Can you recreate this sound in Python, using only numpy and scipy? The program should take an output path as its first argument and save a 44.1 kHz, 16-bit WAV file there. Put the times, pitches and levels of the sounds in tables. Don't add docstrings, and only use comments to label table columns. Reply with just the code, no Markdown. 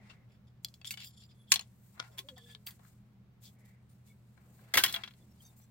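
import sys
import numpy as np
from scipy import signal
from scipy.fft import rfft, irfft
from scipy.io import wavfile
from scipy.ndimage import uniform_filter1d

SR = 44100
rng = np.random.default_rng(int(sys.argv[2]) if len(sys.argv) > 2 else 0)


def to_linear_factor(level_db):
    exponent = np.asarray(level_db, float) / 20
    return 10 ** exponent


def file_out(sig):
    cols = np.atleast_2d(sig).T
    lim = np.clip(cols, -1, 1)
    pcm = np.round(lim * 32767).astype(np.int16)
    wavfile.write(sys.argv[1], SR, pcm)


N = 251370

# (frequency [Hz], density [dB per Hz])
ROOM_SPECTRUM = [(20, -21.5), (132, -9), (223, -17), (290, -23), (2100, -39), (4000, -45.5), (10300, -57),
                 (14500, -50.5)]
# (frequency [Hz], likeness [0-1])
ROOM_LIKENESS = [(100, 0.98), (250, 0.4), (600, 0.7), (2000, 0)]
# (frequency [Hz], level [dB], waver [dB])
HUM_LINES = [(120.3, -62.5, 1.3)]
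# (frequency [Hz], width [Hz], level [dB])
MOTOR_BANDS = [(80.5, 20, -70.5), (118, 30, -73), (163, 12, -73.5), (200.3, 24, -67.5)]

FOREARM_SLIDES = [
    (-.05, .4, 0.16, -78, 0),
    (3.4, .4, 0.6, -78.5, 0),
    (4.33, .45, .7, -71, 0),
]
SLEEVE_STROKES = [(-.05, 0.25, 0.65, -67.5, -1), (.85, 0.29, 0.59, -78, -7), (.905, 0.04, 0.17, -61, 9.5),
                  (.97, 0.077, 0.54, -65.5, 4), (1.93, 0.087, 0.93, -59.5, -7),
                  (2.0, 0.11, 0.051, -57.5, -4), (2.08, 0.22, 0.29, -72, -9.5),
                  (2.36, 0.072, 0.15, -70.5, -19), (1.53, 0.1, 0.73, -58.5, -6),
                  (2.46, 0.087, 0.4, -71.5, -8), (2.67, 0.091, 0.15, -61, 1.5), (2.77, 0.22, 0.25, -75, -6),
                  (3.55, 0.3, 0.42, -78.5, -3), (4.35, 0.3, 0.14, -75, -8), (4.45, 0.48, 0.99, -61.5, -1.5),
                  (4.93, 0.13, 0.31, -52.5, -4), (5.15, 0.55, 0.62, -86, -18)]
SKIN_STROKES = [(0.6, 2.84, 0.56, -77.5, 1), (0.845, 0.17, 0.08, -58, 1), (0.97, 0.15, 0.6, -67.5, 13.5),
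                (.62, 0.31, 0.06, -76.5, 3), (2.66, 0.056, 0.12, -58.5, 18.5), (1.1, 0.21, 0.7, -94.5, 20),
                (1.48, 0.052, 0.65, -63.5, 2.5), (1.62, 0.39, 0.69, -81, 9), (2.36, 0.22, 0.71, -70, 2),
                (3.38, 3.57, 0.45, -78.5, 1), (2.67, 0.15, 0, -67, 5), (2.74, 0.29, 0.46, -73.5, 2.5),
                (3.4, 0.19, 0.19, -66.5, 3), (3.585, 0.089, 0, -78, 3), (3.64, 0.14, 0.12, -74.5, 3.5),
                (3.88, 0.21, 0.1, -81, 2), (4.035, 0.13, 0.33, -71, 2), (4.35, 0.53, 0.4, -76.5, 4.5),
                (5.16, 0.25, 0.32, -88.5, 6), (5.38, 0.19, 0.22, -69.5, 4.5), (5.56, 0.093, 0.06, -71, 7.5),
                (5.6, 0.1, 0.18, -74, 3)]
SCRAPE_STROKES = [(.085, 0.063, 0.28, -60.5, 5), (.29, 0.13, 0.15, -80.5, -24), (.85, .06, .5, -66, 0),
                  (.965, 0.11, 0.52, -47.5, -8.5), (1.09, 0.059, 0.19, -79, 8),
                  (1.205, 0.077, 0.28, -63, -3), (1.29, 0.048, 0.58, -69, -8), (2.0, 0.13, 0.2, -63.5, 6),
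                  (2.46, 0.074, 0.58, -66, -16), (3.41, 0.11, 0.44, -60.5, 10.5),
                  (4.95, 0.21, 0.3, -63, -6)]
HOLLOW_STROKES = [
    (-.03, 0.3, 0.17, -72, 0),
    (3.55, 0.28, 0.4, -75, 0),
]
FRAME_STROKES = [(.29, 0.087, 0.47, -83, 3), (.47, 0.039, 0.81, -79.5, -1), (.565, 0.019, 0.36, -83, 0),
                 (.85, 0.09, .3, -61, 3), (.97, 0.13, 0.48, -59, 0), (1.07, 0.197, 0.1, -76, 5),
                 (1.29, 0.04, .6, -74, -1), (1.33, 0.093, 0.74, -75, -12), (1.47, 0.075, 0.99, -62.5, -14),
                 (2.11, 0.092, 0.32, -80.5, 4), (2.29, 0.022, .1, -90, -13), (2.36, 0.093, 0.24, -63, -10),
                 (2.46, 0.08, 0.61, -59.5, -13), (3.42, 0.089, 0.42, -68, -3.5)]
PLATE_STROKES = [
    (2.288, 0.029, 0.13, -69, 0),
    (2.37, 0.048, .15, -68.5, 0),
    (2.46, 0.108, 0.34, -66.5, 0),
]
# (frequency [Hz], width [Hz], level [dB])
FRAME_BANDS = [(3170, 66, -14), (3400, 340, 0.33), (4495, 200, -9.5), (4860, 210, -8), (5200, 710, -5),
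               (7170, 200, -7.5), (7400, 200, -9), (9200, 300, -14), (11300, 300, -16.5)]

FRAME_MODES = [(2510, -31, 0.033), (2970, -75, 0.043), (3350, 39, 0.019), (3662, 34.5, 0.03),
               (4566, 29, 0.066), (5240, -49, 0.018), (7260, 19, 0.036), (9300, -17, 0.15)]
TIP_MODES = [(3400, -1, 0.026), (4220, 1.5, 0.015), (4800, 3.5, 0.013), (7000, -12, .025),
             (7200, -11, 0.021), (9140, -11, 0.019), (10600, -10.5, .008)]
SHAFT_MODES = [(1100, -13.5, 0.079), (1720, -16, 0.034), (2610, -9, .035), (2970, -1, .03),
               (4200, -7, 0.069), (4560, -9, .04), (5570, -6, .025), (6750, 2.5, .028), (7700, -2, .022),
               (8500, -11, .025), (9150, 0, 0.025), (10600, -4.5, .018), (11700, -9.5, .016)]
PLATE_MODES = [(364.7, -18, 0.18), (688, -14, .06), (895, -13.5, 0.07), (1540, -11.5, 0.04),
               (1880, -5, 0.041), (2230, -10.5, 0.067), (2760, -4.5, 0.046), (3150, -9, 0.039),
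               (2943, -14, 0.056), (3350, -3.5, 0.078), (4042, 1, 0.048), (5360, -17, 0.024)]
HELD_PLATE_MODES = [(650, -11, .022), (1430, 1, .02), (2380, -9, .022), (3440, .5, .009), (4170, -10, .014),
                    (5040, -8, .018), (6500, -11, .013), (7140, -13, .012), (8840, -20, .014)]
CATCH_MODES = [(1059, -19, 0.097), (1830, -12, 0.026), (2417, -6.5, 0.027), (3350, 2, 0.027),
               (4045, -15, 0.028), (4800, -24, .04), (6860, -20, 0.035), (7940, -16, 0.036),
               (11730, -15, .02)]

THUD_HITS = [
    (0.098, -46.5, 2700, -19.5, 0.39),
    (1.977, -49, 1430, -24, 0.027),
    (2.792, -58, 920, -30, 0.078),
    (2.848, -54, 1515, -25.5, 0.043),
    (4.375, -57, 1433, -26, 0.063),
    (4.591, -57.5, 1360, -24.5, 0.086),
    (5.598, -60, 900, -22, 0.05),
]
TAP_HITS = [
    (0.6467, -22.5, 3400, 0.5, 0.02),
    (0.6844, -46, 4800, -5, 0.13),
    (0.7405, -43.5, 3400, -3, 0.13),
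]
PRISE_HITS = [
    (0.8145, -47.5, 2600, -19, 0.028),
    (0.9398, -43, 3020, -9, 0.048),
    (0.9732, -40.5, 2970, -22, 0.13),
    (2.2863, -37, 3350, -6, 0.084),
    (2.379, -45.5, 1830, 6, 0.0466),
    (2.549, -37.5, 3170, -18, 0.016),
]
TICK_HITS = [
    (.8458, -36, 3360, -16, .07),
    (.853, -36, 3400, -20, .06),
    (.9076, -22, 2660, 6, .034),
]
CHIP_HITS = [
    (0.9122, -34, 6000, -4, .04),
    (1.0035, -43, 3360, -10, .03),
    (1.045, -43, 7250, -3, .03),
    (1.5155, -32, 9000, 4, .05),
    (4.9252, -29, 7660, 2, .05),
    (4.9365, -36, 1900, -20, .03),
    (5.061, -46, 3500, -10, .04),
    (.9398, -37, 2960, -3, .05),
    (.9727, -41, 2300, -8, .05),
]
SNAG_HITS = [
    (1.109, -66, 3490, -18, 0.03),
    (1.1333, -64, 3340, -18, 0.028),
    (1.1453, -63, 3400, -6, 0.027),
    (1.1644, -64, 3450, -18, 0.031),
    (1.2017, -67, 3400, -18, 0.034),
    (1.221, -55.5, 4400, -18, 0.034),
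    (1.2356, -53, 4860, -11, 0.03),
]
KNOCK_HITS = [
    (1.5192, -6.5, 4154, -10, 0.045),
    (1.5392, -18.5, 4200, -6, 0.06),
]
REBOUND_HITS = [
    (1.558, -22, 4250, -17, .045),
    (1.559, -21, 3400, -19, .07),
    (1.5932, -28, 4210, -19, .04),
    (1.6095, -40.5, 6800, -14.5, .1),
    (1.621, -51, 3400, -20, .18),
]
POP_HITS = [
    (1.9955, -35.5, 1440, -26, 0.019),
    (1.9995, -23, 3350, -28, 0.034),
    (2.026, -46, 1340, -30, 0.065),
]
SNAP_HITS = [
    (2.176, -46.5, 3350, 1.5, 0.034),
    (2.1819, -31.5, 3350, 3, 0.072),
    (2.1883, -29, 3380, -5.5, 0.071),
]
LIFT_HITS = [
    (2.6668, -33, 3200, -0.5, 0.019),
    (2.671, -32.5, 3350, -9, 0.026),
    (2.7067, -43.5, 4220, 8, 0.062),
    (2.718, -59, 3350, 5, .04),
]
CLATTER_HITS = [(4.7378, -17, 2108, -6, .09), (4.7532, -19, 2108, -5, .07), (4.7702, -17, 2192, -1, .05),
                (4.7725, -9.5, 1890, -6, .055), (4.7755, -10.5, 1890, -8, .028),
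                (4.781, -15.5, 2990, -6, .085), (4.7935, -25, 1570, -4, .2), (4.8362, -10, 3300, -2, .06),
                (4.8485, -24, 1890, -3, .1), (4.8605, -23, 3000, -7, .06), (4.878, -31.5, 3350, -8, .2),
                (4.895, -33.5, 3400, -5, .09), (4.912, -42, 4200, -9, .06)]
BOUNCE_HITS = [
    (4.9403, -25.5, 3350, -6.5, 0.11),
    (4.9612, -27, 3260, -18, 0.045),
    (5.0357, -30, 3310, -23, 0.076),
    (5.0755, -40.5, 3270, -38, 0.068),
    (5.108, -50.5, 3300, -33, 0.07),
    (5.137, -54.5, 3300, -30.5, 0.05),
]

# (start [s], length [s], frequency [Hz], level [dB])
GLINT_SLIDES = [(1.03, .06, 4930, -63), (1.228, .035, 4860, -70), (1.297, .045, 4900, -76),
                (1.1, .23, 7170, -80), (1.359, .11, 9600, -86), (1.36, .093, 11200, -85),
                (1.0, .09, 7250, -64), (1.501, .012, 3370, -53), (1.492, .03, 7500, -62),
                (1.503, .016, 9200, -58), (.925, .024, 2950, -57), (.925, .024, 2200, -56),
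                (2.178, .045, 1060, -69), (1.36, .09, 3400, -77), (5.608, .066, 4200, -84),
                (2.035, .07, 1400, -75.5), (2.079, .05, 636, -72), (2.1, .035, 423, -75),
                (2.121, .044, 582, -70), (2.16, .085, 388, -69.5), (3.887, .062, 9200, -81),
                (4.74, .017, 3350, -37), (4.9405, .011, 3350, -40), (5.206, .025, 3450, -80.5),
                (5.288, .052, 5500, -80), (5.392, .025, 3190, -73), (5.385, .035, 4770, -79),
                (5.4, .04, 13500, -80), (5.425, .087, 3680, -72), (5.43, .06, 4650, -76),
                (4.074, .072, 2200, -79), (4.07, .062, 3490, -80), (4.876, .028, 3350, -46),
                (4.872, .03, 4160, -51), (2.375, .085, 3400, -70), (2.474, .06, 4810, -73),
                (5.433, .06, 5660, -79), (5.434, .055, 6210, -73), (5.44, .04, 7150, -79),
                (5.449, .066, 11800, -76), (5.44, .05, 12600, -79), (5.566, .03, 13730, -74),
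                (5.567, .04, 7600, -75), (5.57, .03, 9000, -77), (5.612, .05, 5970, -75),
                (5.622, .037, 7600, -77), (5.62, .04, 3500, -83)]
# (time [s], frequency [Hz], level [dB])
SQUEAL_PATH = [
    (2.232, 546.5, -70),
    (2.255, 557, -60),
    (2.29, 598, -63),
    (2.327, 516, -57),
    (2.388, 475, -67),
    (2.462, 473, -64),
    (2.577, 438, -74),
    (2.66, 430, -73),
]
# (time [s], level [dB], T60 [s])
BENCH_THUMPS = [
    (4.762, -38.5, 0.16),
    (4.835, -54, 0.67),
    (5.199, -65, 0.62),
]


def curve(points, hz):
    f, v = np.transpose(points)
    return np.interp(np.log(np.maximum(hz, 1)), np.log(f), v)


def unit(x, db=0):
    return x * to_linear_factor(db) / np.sqrt(np.mean(np.abs(x) ** 2))


def band(x, lo_hz, hi_hz):
    hi_hz = np.clip(hi_hz, lo_hz + 10, .45 * SR)
    return signal.sosfilt(signal.butter(2, [lo_hz, hi_hz], "bandpass", fs=SR, output="sos"), x)


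def edge(hz, lo_hz, hi_hz):
    low, high = 1j * hz / lo_hz, 1j * hz / hi_hz
    high_pass = low ** 2 / (1 + np.sqrt(2) * low + low ** 2)
    return (high_pass / (1 + np.sqrt(2) * high + high ** 2)) ** 2


def walk(rate):
    hold = int(SR / rate)
    held = np.repeat(rng.standard_normal(N // hold + 1), hold)
    return 1.4 * uniform_filter1d(uniform_filter1d(held, hold), hold)[:N]


def late(x, samples):
    cycles = np.fft.rfftfreq(x.shape[-1])
    return irfft(rfft(x) * np.exp(-2j * np.pi * cycles * samples), x.shape[-1])


def grit(rough_db, own, lag):
    sizes = to_linear_factor(rough_db * np.minimum(rng.exponential(size=N), 5))
    shared, *apart = rng.standard_normal((3, N)) * sizes
    return np.array([shared, late(shared, lag)]) + own * np.array(apart)


def strokes(table, hz, centre_hz, bend_db, power):
    step = 64
    t = np.arange(0, N + step, step) / SR
    start, length, share, db, tilt_db = np.transpose(table)[:, :, None]
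    progress, share = (t - start) / length, np.clip(share, .03, .97)
    swell = np.minimum(progress / share, (1 - progress) / (1 - share))
    shape = np.clip(swell, 0, 1) ** (2 * power)
    octaves = np.log2(np.array(hz, float) / centre_hz)
    levels = to_linear_factor(db + tilt_db * octaves - bend_db * octaves ** 2)
    gains = np.sqrt((levels ** 2).T @ shape)
    return [np.interp(np.arange(N) / SR, t, gain) for gain in gains]


def ring(hz, modes, spread_db, detune):
    f, db, t60 = np.transpose(modes)[:, :, None]
    level_luck, pitch_luck = rng.standard_normal((2, len(modes), 1))
    damping = np.log(1000) / t60
    poles = damping + 2j * np.pi * (hz - f * (1 + detune * pitch_luck))
    return np.sum(to_linear_factor(db + spread_db * level_luck) / poles, axis=0)


def contacts(table, modes, ring_db, note_db, note_t60, low_db, pan_db, lag, own, edge_hz, top_hz, rise_s, tail,
             clean=0.49):
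    size = 8192
    out = np.zeros((2, N + size))
    t, hz = np.arange(size) / SR, np.fft.rfftfreq(size, 1 / SR)
    delay = np.exp(-2j * np.pi * hz / SR * np.array([[0], [lag]]))
    ports = to_linear_factor(np.array([[pan_db], [-pan_db]]) / 2) * delay
    for start, peak_db, note_hz, high_db, t60 in table:
        fade = np.exp(-np.log(1000) * t / np.clip(t60, .004, .2)) * np.minimum(t / rise_s, 1)
        fade *= tail + np.exp(-t / 0.00049)
        shared, *apart = rng.standard_normal((3, size)) * to_linear_factor(0.21 * rng.standard_normal((3, size)))
        chatter = (shared + own * np.array(apart)) * fade
        direct = rfft(chatter)
        drive = unit(rfft(chatter * fade)) + clean * np.exp(-2j * np.pi * hz * rise_s)
        drive = drive * edge(hz, 0.32 * edge_hz, 2.0 * top_hz)
        body = ring(hz, modes, spread_db=5.3 / (1 + clean ** 2), detune=0.017 / (1 + clean ** 2))
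        note = ring(hz, [(note_hz, 0, min(note_t60, t60 / 2))], spread_db=0, detune=0)
        hit = unit(direct * edge(hz, edge_hz, top_hz))
        hit += unit(drive * body, ring_db) + unit(drive * note, note_db)
        hit += unit(direct * edge(hz, 760.0, 1900.0), low_db)
        hit += unit(direct * edge(hz, 7800.0, 30000.0), high_db + 4.5)
        hit = irfft(hit * ports, size) * np.clip((t[-1] - .01 - t) / .03, 0, 1)
        first = int(start * SR)
        out[:, first:first + size] += hit * to_linear_factor(peak_db) / np.abs(hit.mean(axis=0)).max()
    return out[:, :N]


def room_air():
    hz = np.fft.rfftfreq(N, 1 / SR)
    alike = np.clip(curve(ROOM_LIKENESS, hz), 0, .88)
    shares = np.sqrt([np.ones_like(hz), (1 - alike) / (1 + alike)])
    mid, side = rfft(rng.standard_normal((2, N))) * to_linear_factor(curve(ROOM_SPECTRUM, hz)) * shares
    air = irfft(np.array([mid + side, mid - side]), N)
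    return unit(air) * to_linear_factor(-66 + 0.84 * walk(2.3))


def mains_hum():
    t, hum = np.arange(N) / SR, 0
    for hz, db, waver_db in HUM_LINES:
        level = np.sqrt(2) * to_linear_factor(db + waver_db * walk(30))
        hum = hum + level * np.sin(2 * np.pi * hz * t + 0.37 * waver_db * walk(5.8))
    return hum


def motor_drone():
    return sum(unit(band(rng.standard_normal(N), hz - width / 2, hz + width / 2), db)
               for hz, width, db in MOTOR_BANDS)


def forearm_sliding():
    brush = unit(band(rng.standard_normal(N), 290., 750.))
    gain = strokes(FOREARM_SLIDES, [500.], centre_hz=500., bend_db=0, power=.8)[0]
    return brush * gain * to_linear_factor(2.5 * walk(30))


def rubbing():
    grains, out = grit(rough_db=2.5, own=4.7, lag=2.8), 0
    tilt = [(700, -12.5), (2300, -3.0), (2900, -9.0), (4400, -5.0),
            (6000, -9.0), (8000, 0.5), (10500, -10.5), (15000, -1.5)]
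    centres = 750 * 2 ** np.arange(0, 4.5, 1 / 3)
    sleeve = strokes(SLEEVE_STROKES, centres, centre_hz=1510, bend_db=1.5, power=1.6)
    skin = strokes(SKIN_STROKES, centres, centre_hz=8000, bend_db=1.5, power=1.5)
    scrape = strokes(SCRAPE_STROKES, centres, centre_hz=4000, bend_db=20.5, power=1.8)
    for k, hz in enumerate(centres):
        gain = np.sqrt(skin[k] ** 2 + sleeve[k] ** 2 + scrape[k] ** 2)
        patch = unit(band(grains, hz / 2 ** (1 / 5), hz * 2 ** (1 / 5)))
        out = out + (-1) ** k * patch * gain * to_linear_factor(curve(tilt, hz) + 1.2 * walk(21))
    return out * to_linear_factor(np.array([[1.2], [-1.2]]) + 1.6 * walk(120))


def hollow_brushing():
    hz, width_hz = 2054, 410
    grains = grit(rough_db=2.5, own=0.99, lag=1.1)
    gain = strokes(HOLLOW_STROKES, [hz], centre_hz=hz, bend_db=0, power=0.46)[0]
    return unit(band(grains, hz - width_hz / 2, hz + width_hz / 2)) * gain


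def wall_echo(near):
    t = np.arange(int(.5 * SR)) / SR
    t60_s, level_db = 0.069, -13
    walls = band(rng.standard_normal((2, len(t))), 150.0, 4400.0)
    walls *= np.exp(-np.log(1000) * t / t60_s) * np.minimum(t / 0.0011, 1)
    walls *= to_linear_factor(level_db) / np.sqrt(np.sum(walls ** 2, axis=1, keepdims=True))
    return signal.fftconvolve(near.mean(axis=0)[None], walls, axes=1)[:, :N]


def thuds():
    return contacts(THUD_HITS, PLATE_MODES, ring_db=3.0, note_db=13.5, note_t60=0.0063, low_db=-23, pan_db=15.0,
                    lag=3.9, own=1.0, edge_hz=470.0, top_hz=2620.0, rise_s=0.00151, tail=2.0)


def frame_dragging():
    grains, frame = grit(rough_db=2.5, own=0.99, lag=1.1), 0
    centres = [hz for hz, width, db in FRAME_BANDS]
    gains = strokes(FRAME_STROKES, centres, centre_hz=2300.0, bend_db=0, power=0.25)
    for (hz, width, db), gain in zip(FRAME_BANDS, gains):
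        resonance = unit(band(grains, hz - width / 2, hz + width / 2))
        frame = frame + resonance * gain * to_linear_factor(db + 1.2 * walk(22))
    return frame * to_linear_factor(4.3 * walk(110))


def taps():
    return contacts(TAP_HITS, TIP_MODES, ring_db=5.0, note_db=-20.5, note_t60=0.02, low_db=-29, pan_db=2.5,
                    lag=0.98, own=0.94, edge_hz=7600.0, top_hz=5970.0, rise_s=0.000333, tail=0.37, clean=7.3)


def prises():
    return contacts(PRISE_HITS, FRAME_MODES, ring_db=10.5, note_db=12.0, note_t60=0.052, low_db=-31.0, pan_db=4.5,
                    lag=2.1, own=0.79, edge_hz=700.0, top_hz=5760.0, rise_s=0.00033, tail=5.9)


def ticks():
    return contacts(TICK_HITS, FRAME_MODES, ring_db=1.5, note_db=7.0, note_t60=0.03, low_db=-22, pan_db=4.5,
                    lag=1.4, own=0.75, edge_hz=2550.0, top_hz=5800.0, rise_s=0.000085, tail=0.62)


def chips():
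    return contacts(CHIP_HITS, TIP_MODES, ring_db=-2.5, note_db=2.5, note_t60=0.02, low_db=-20, pan_db=2.0,
                    lag=2.5, own=.8, edge_hz=1700.0, top_hz=8000.0, rise_s=0.00058, tail=0.4)


def glints():
    out, tremble = np.zeros((2, N)), walk(260)
    for start, length, hz, db in GLINT_SLIDES:
        span = slice(int(start * SR), int((start + length) * SR))
        shake = np.roll(tremble, int(hz))[span]
        port_phase = np.array([[0], [.8]]) * rng.standard_normal()
        phase = 2 * np.pi * np.cumsum(hz * (1 + 0.0078 * shake)) / SR + port_phase
        swell = np.sin(np.linspace(0, np.pi, len(shake))) ** .7
        out[:, span] += np.sqrt(2) * to_linear_factor(db + 5.0 * shake[::-1]) * np.sin(phase) * swell
    return out


def snags():
    return contacts(SNAG_HITS, TIP_MODES, ring_db=20.0, note_db=-2.0, note_t60=0.017, low_db=-33, pan_db=10.0,
                    lag=1.6, own=0.74, edge_hz=2900.0, top_hz=5500.0, rise_s=0.0015, tail=1.0)


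def knocks():
    return contacts(KNOCK_HITS, SHAFT_MODES, ring_db=-2.5, note_db=-5, note_t60=0.022, low_db=-22, pan_db=2.0,
                    lag=4.62, own=0.94, edge_hz=2300.0, top_hz=6900.0, rise_s=0.0005, tail=0.46, clean=1.2)


def rebounds():
    return contacts(REBOUND_HITS, SHAFT_MODES, ring_db=-5.5, note_db=4.0, note_t60=0.03, low_db=-9.5, pan_db=5.5,
                    lag=2.2, own=1.0, edge_hz=1500.0, top_hz=6520.0, rise_s=0.00033, tail=0.51, clean=1.8)


def pops():
    return contacts(POP_HITS, HELD_PLATE_MODES, ring_db=5.0, note_db=0.5, note_t60=0.012, low_db=-24, pan_db=6.5,
                    lag=8.57, own=0.94, edge_hz=820.0, top_hz=4440.0, rise_s=0.00033, tail=0.34, clean=1.6)


def snaps():
    return contacts(SNAP_HITS, CATCH_MODES, ring_db=2.5, note_db=-1.0, note_t60=0.019, low_db=-11, pan_db=2.5,
                    lag=2.37, own=0.84, edge_hz=1470.0, top_hz=5860.0, rise_s=0.0016, tail=0.69, clean=1.7)


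def squeal():
    t = np.arange(N) / SR
    s, hz, db = np.transpose(SQUEAL_PATH)
    phase = 2 * np.pi * np.cumsum(np.interp(t, s, hz) * (1 + 0.0235 * walk(56))) / SR
    gate = np.clip(np.minimum(t - s[0], s[-1] - t) / 0.013, 0, 1)
    level = np.sqrt(2) * gate * to_linear_factor(np.interp(t, s, db) - 6.5 + 2.5 * walk(70))
    return level * (np.sin(phase) + to_linear_factor(-6.5) * np.sin(phase / 2))


def plate_dragging():
    hz = 1718.0
    grains = grit(rough_db=2.5, own=0.99, lag=1.1)
    gain = strokes(PLATE_STROKES, [hz], centre_hz=hz, bend_db=0, power=0.25)[0]
    return unit(band(grains, hz - 17, hz + 17)) * gain


def lifts():
    return contacts(LIFT_HITS, FRAME_MODES, ring_db=4.5, note_db=1.0, note_t60=0.036, low_db=-5.5, pan_db=0.0,
                    lag=0.33, own=0.36, edge_hz=1960.0, top_hz=5900.0, rise_s=0.00086, tail=1.2)


def clatter():
    return contacts(CLATTER_HITS, PLATE_MODES, ring_db=-8.5, note_db=-0.5, note_t60=0.028, low_db=-21.0, pan_db=1.8,
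                    lag=3.0, own=.7, edge_hz=900.0, top_hz=5600.0, rise_s=0.0018, tail=0.92)


def bench_boom():
    t, gain = np.arange(N) / SR, 0
    boom = unit(band(rng.standard_normal(N), 50., 320.0))
    for start, db, t60 in BENCH_THUMPS:
        decay = np.exp(-np.log(1000) * np.maximum(t - start, 0) / t60)
        gain = gain + to_linear_factor(db) * (t > start) * decay
    return boom * gain


def bounces():
    return contacts(BOUNCE_HITS, PLATE_MODES, ring_db=-4.5, note_db=0.0, note_t60=0.019, low_db=-43, pan_db=3.5,
                    lag=2.7, own=1.0, edge_hz=1090.0, top_hz=3740.0, rise_s=0.00086, tail=0.4)


def scene():
    near = rubbing() + hollow_brushing() + thuds() + frame_dragging()
    near += taps() + prises() + ticks() + chips() + glints() + snags()
    near += knocks() + rebounds()
    near += pops() + snaps() + plate_dragging() + lifts()
    near += clatter() + bounces()
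    steady = room_air() + mains_hum() + motor_drone() + forearm_sliding() + squeal() + bench_boom()
    return near + wall_echo(near) + steady


def roll_off(x):
    return signal.sosfilt(signal.butter(12, 16970, fs=SR, output="sos"), x)


def record(dry):
    cut = signal.sosfilt(signal.ellip(8, .2, 45, 15900, fs=SR, output="sos"), dry)
    return roll_off(cut)


dry = scene()
out = record(dry)
file_out(out)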